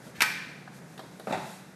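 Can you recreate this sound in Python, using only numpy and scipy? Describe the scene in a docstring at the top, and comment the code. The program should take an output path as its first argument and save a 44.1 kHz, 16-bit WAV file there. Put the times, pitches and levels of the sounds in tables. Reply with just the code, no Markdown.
"""Stepping into a cold store

A door's latch scrapes and snaps over in a quick run of metal contacts; the bare room rings with it.
Someone steps inside: light taps, then a hollow heel-and-toe clomp on a floor panel.
Clothes rustle near the microphone over the low drone of distant machinery."""
import sys
import numpy as np
from scipy import signal
from scipy.fft import rfft, irfft, next_fast_len
from scipy.io import wavfile
from scipy.ndimage import map_coordinates

SR = 44100
rng = np.random.default_rng(int(sys.argv[2]) if len(sys.argv) > 2 else 0)


def waveform_to_disk(signal):
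    """Save audio, clipped to [-1, 1], as 16-bit WAV at the path in sys.argv[1]."""
    frames = np.transpose(np.atleast_2d(signal))
    scaled = np.clip(frames, -1, 1) * 32767
    samples = np.round(scaled).astype(np.int16)
    wavfile.write(sys.argv[1], SR, samples)


N = 77175

# the bolt's metal contacts: t/s, level/dB, brightness/(dB per octave)
LATCH_CONTACTS = [(.2061, -5.5, -2.5), (.2070, -3.5, -2), (0.2104, -3.5, -2.5), (0.2185, -4, 2),
                  (.2194, -10, 0.5), (0.2203, -.5, -3), (.2230, -2.5, 0), (.2243, -6.5, -3),
                  (0.2272, -15, 1), (0.2298, -7.5, -0.5), (.2320, -12, -2), (.2420, -19, -7.5)]
# tone of the latch's scrape and contacts: f/Hz, level/dB
LATCH_TONE = [(40, -62), (100, -34), (250, -21.5), (600, -18.5), (870, -9.5), (1050, -8), (1300, -11),
              (1600, 0.5), (2000, -3), (2450, -1.5), (3000, -8), (4300, -10.5), (6000, -14), (10000, -19),
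              (13000, -15.5)]
# tone of the bolt's hard stop: f/Hz, level/dB
SNAP_TONE = [(500, -13), (3000, -11), (8000, -2.5), (13500, -1)]
# the metal door's ringing notes: f/Hz, level/dB, t60/s (the time to fade by 60 dB)
DOOR_NOTES = [(867, -7.5, 0.28), (1160, -18, 0.089), (1272, -2, .2), (1430, -15, 0.21), (1510, -11.5, 1),
              (1527, 3, 0.23), (1800, 2, 0.063), (1780, -23, 0.1), (1930, 3, 0.11), (2397, 4.5, 0.16),
              (2395, -17, 0.064), (2355, 5.5, .2), (2645, -8, 0.2), (4500, 1, .1)]
# heel and sole landing on the floor panel: t/s, level/dB, brightness/(dB per octave), t60/s
FOOTFALLS = [(1.2715, -29.5, -3, 0.067), (1.280, -30.5, -3, 0.041), (1.2975, -39, 1, 0.12),
             (1.308, -29, -2.5, 0.065), (1.3218, -34, -0.5, 0.032), (1.3245, -28, 1.25, 0.17),
             (1.375, -34.5, 1, 0.064)]
# tone of a footfall: f/Hz, level/dB
STEP_TONE = [(30, -49), (60, -31), (100, -8.5), (150, -9), (195, 2.5), (290, -6.5), (500, -5.5), (780, 3.5),
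             (1050, -7), (1300, -7), (2000, -12.5), (2650, -14.5), (3100, -24.5), (3700, -17.5),
             (5000, -27.5), (8000, -30.5), (13000, -47)]
# the floor panel's ringing notes: f/Hz, level/dB, t60/s
PANEL_NOTES = [(180, -7.5, 0.26), (385, -6, 0.45), (602, 0, 0.27), (750, -0.5, 0.15), (852, 4.5, 0.27)]
# light shoe taps: t/s, knock level/dB, knock f/Hz, tick level/dB, tick brightness/(dB per octave), t60/s
SHOE_TAPS = [(.065, -48, 470, -58, -6, 0.2), (0.183, -41, 200, -57, -15, 0.12),
             (0.357, -40, 256, -62, -3, 0.036), (0.677, -43, 1090, -57, -5, 0.039),
             (.978, -44, 454, -41, -2.5, 0.031), (.993, -36, 635, -44, -2.5, 0.056),
             (1.039, -48, 644, -68, 3, 0.071), (1.197, -39.5, 547, -45, 2, 0.049)]
# tone of a tap's dull knock: multiple of the knock's pitch, level/dB
KNOCK_TONE = [(.2, -24.5), (.65, 2), (1, 0.5), (1.7, -6), (4, -23), (20, -43)]
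# tone of a tap's dry tick: f/Hz, level/dB
TICK_TONE = [(300, -21), (1500, -4), (2400, -3), (2900, -1), (3600, 8.5), (4600, 4), (5400, -7.5),
             (9000, -7.5), (13000, -8.5)]
# swishes of clothing: peak t/s, half length/s, level/dB
CLOTH_SWISHES = [(0.068, 0.036, -55.5), (0.761, 0.026, -56.5), (0.96, 0.085, -60.5), (1.18, 0.087, -62.5),
                 (1.302, 0.035, -55.5), (1.492, 0.095, -50.5), (1.72, 0.051, -67)]
# tone of rubbing fabric: f/Hz, level/dB
CLOTH_TONE = [(200, -23), (700, -2.5), (2000, -2), (4000, 2), (8000, 1), (13000, -2)]
# tone of the distant machinery: f/Hz, level/dB
DRONE_TONE = [(25, -36), (55, -31), (75, -16.5), (105, -19.5), (132, 2), (185, -1), (300, -9.5), (420, -11),
              (700, -14), (1100, -20), (1500, -16), (2300, -22), (3000, -31), (6000, -29), (13000, -36.5)]
# how long the bare room echoes: f/Hz, t60/s
ROOM_DECAY = [(150, 0.39), (800, 0.72), (1500, 0.91), (2400, 0.89), (4000, 0.93), (8000, 0.58),
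              (13000, 0.45)]
# the microphone's weaker bass and treble: f/Hz, level/dB
MIC_TONE = [(20, -7), (55, -3), (90, 1), (12500, -0.5), (13500, -9), (14200, -16)]

SCRAPE_S, SCRAPE_RISE_S, SCRAPE_DB = 0.143, 0.014, -51
CONTACT_GAIN_DB, CONTACT_T60 = 2.5, 0.013
SNAP_S, SNAP_DB, SNAP_T60 = 0.222, -8.5, 0.0041
DOOR_GAIN_DB = -30
PANEL_S, PANEL_RISE_S, PANEL_GAIN_DB = 1.321, 0.003, -33.5
DRONE_DB, DRONE_FALL_DB_PER_S, DRONE_WAVER_DB = -48.5, 1.3, 0.5
HUM_HZ, HUM_DB, HUM_WAVER_DB = 190, -57.5, 3.1
WALL_DELAY_S, DOORWAY_T60, DOORWAY_DB = 0.008, 0.061, -4.5
TOP_HZ = 14200


def latch():
    """The bolt scrapes along its catch, chatters over and snaps to a stop; each part has its own echo."""
    t = clock()
    first_contact_s = LATCH_CONTACTS[0][0]
    sliding = np.clip((t - SCRAPE_S) / SCRAPE_RISE_S, 0, 1) * (t < first_contact_s)
    scrape = amp(SCRAPE_DB) * sliding * noise(LATCH_TONE)
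    snap = amp(SNAP_DB) * at(SNAP_S, hit(SNAP_T60, SNAP_TONE))
    parts = [scrape, snap]
    for start, db, tilt in LATCH_CONTACTS:
        blow = 0.94 * unit_energy(burst(CONTACT_T60))
        blow[0] = 0.71  # a sharp click leads the chatter
        contact = through(blow, tone_filter(LATCH_TONE, tilt))
        parts.append(amp(db + CONTACT_GAIN_DB) * at(start, contact))
    return sum(room(part, tail_db=-5.5) for part in parts)


def door():
    """The snap of the bolt rings the metal door."""
    return amp(DOOR_GAIN_DB) * at(SNAP_S, ring(DOOR_NOTES))


def steps():
    """Heel and sole thud on a hollow panel, each with its own echo."""
    thuds = [amp(db) * at(start, hit(t60, STEP_TONE, tilt)) for start, db, tilt, t60 in FOOTFALLS]
    return sum(room(thud, tail_db=-2.5) for thud in thuds)


def floor_panel():
    """The floor panel rings as the full weight settles on it."""
    settling = 1 - np.exp(-clock() / PANEL_RISE_S)
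    return amp(PANEL_GAIN_DB) * at(PANEL_S, ring(PANEL_NOTES) * settling)


def taps():
    """Shoes touch down lightly: a dull knock with a dry tick on top."""
    out = np.zeros(N)
    for start, knock_db, hz, tick_db, tilt, t60 in SHOE_TAPS:
        knock_tone = [(hz * multiple, db) for multiple, db in KNOCK_TONE]
        knock = amp(knock_db) * hit(t60, knock_tone)
        tick = amp(tick_db) * hit(t60, TICK_TONE, tilt)
        out += at(start, knock + tick)
    return out


def clothes():
    """Moving fabric hisses in soft swells."""
    t = clock()
    swells = sum(amp(db) * np.exp(-0.5 * ((t - peak) / half) ** 2) for peak, half, db in CLOTH_SWISHES)
    return noise(CLOTH_TONE) * swells


def machinery():
    """A low, wavering drone with one humming note; the drone fades as the microphone moves inside."""
    t = clock()
    hum = np.sin(2 * np.pi * HUM_HZ * t + 0.47 * wobble(per_s=6.4))
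    drone_db = DRONE_DB - DRONE_FALL_DB_PER_S * t + DRONE_WAVER_DB * wobble(per_s=9.5)
    drone = amp(drone_db) * noise(DRONE_TONE)
    hum_db = HUM_DB + HUM_WAVER_DB * wobble(per_s=4)
    return drone + amp(hum_db) * hum


def room(x, tail_db):
    """The sound itself, quick echoes from the doorway and a long tail from the bare walls."""
    hz, t, bands = signal.stft(rng.standard_normal(N), SR, nperseg=256)
    decay = amp(-60 * t / along(ROOM_DECAY, hz)[:, None])
    _, tail = signal.istft(bands * decay, SR, nperseg=256)
    walls = amp(tail_db) * at(WALL_DELAY_S, unit_energy(tail))
    scatter = burst(DOORWAY_T60) * rng.standard_normal(N) ** 2
    doorway = amp(DOORWAY_DB) * unit_energy(scatter)
    return x + through(x, walls + doorway)


def hit(t60, tone, tilt_db=0):
    """One impact: a burst of noise with the given tone."""
    return through(burst(t60), tone_filter(tone, tilt_db))


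def ring(notes):
    """The fading notes of a struck object; every second one starts by swinging the other way."""
    return sum((-1) ** k * amp(db) * fade(t60) * np.sin(2 * np.pi * hz * clock())
               for k, (hz, db, t60) in enumerate(notes))


def burst(t60):
    """Even-grained white noise that dies away."""
    return np.sign(rng.standard_normal(N)) * fade(t60)


def noise(tone, size=4096):
    """Steady noise with the given tone and an average power of 1."""
    return signal.fftconvolve(rng.standard_normal(N + size - 1), tone_filter(tone), 'valid')


def wobble(per_s):
    """A smooth random wander through per_s new values a second."""
    return map_coordinates(rng.standard_normal(200), [clock() * per_s], mode='mirror')


def tone_filter(tone, tilt_db=0, size=4096):
    """A filter of energy 1 with the given tone, brighter by tilt_db for each octave above 300 Hz."""
    hz = np.fft.rfftfreq(size, 1 / SR)
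    db = along(tone, hz) + tilt_db * np.log2(np.maximum(hz, 300))
    # folding the cepstrum packs the energy at the start, so hits stay sharp
    cepstrum = irfft(np.log(amp(db)))
    cepstrum[1:size // 2] *= 2
    cepstrum[size // 2 + 1:] = 0
    return unit_energy(irfft(np.exp(rfft(cepstrum))))


def through(x, response):
    """Pass x through a filter or echo, cut to the scene's length."""
    return signal.fftconvolve(x, response)[:N]


def along(points, hz):
    """Read a table's value at hz, sliding between its rows on a pitch scale."""
    freqs, values = np.transpose(points)
    return np.interp(np.log(hz + 1), np.log(freqs + 1), values)


def at(start, x):
    """Delay x by start seconds."""
    return np.pad(x, (max(round(start * SR), 0), 0))[:N]


def fade(t60):
    """A fall of 60 dB every t60 seconds."""
    return amp(-60 * clock() / t60)


def unit_energy(x):
    """Scale x so that its squares add up to 1."""
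    return x / np.linalg.norm(x)


def amp(db):
    """Turn decibels into a multiplier."""
    return 10 ** (np.asarray(db) / 20)


def clock():
    """The time of each sample in seconds."""
    return np.arange(N) / SR


def scene():
    """Door, feet, clothes and machinery together in one channel."""
    metal = latch() + room(door(), tail_db=-11)
    feet = steps() + room(taps(), tail_db=-5) + room(floor_panel(), tail_db=-12)
    return (metal + feet + clothes() + machinery())[None]


def record(dry):
    """The microphone softens deep bass and high treble and keeps nothing above TOP_HZ."""
    size = next_fast_len(N + SR // 2)
    hz = np.fft.rfftfreq(size, 1 / SR)
    response = amp(along(MIC_TONE, hz)) * (hz < TOP_HZ)
    return irfft(rfft(dry, size) * response, size)[..., :N]


dry = scene()
out = record(dry)
waveform_to_disk(out)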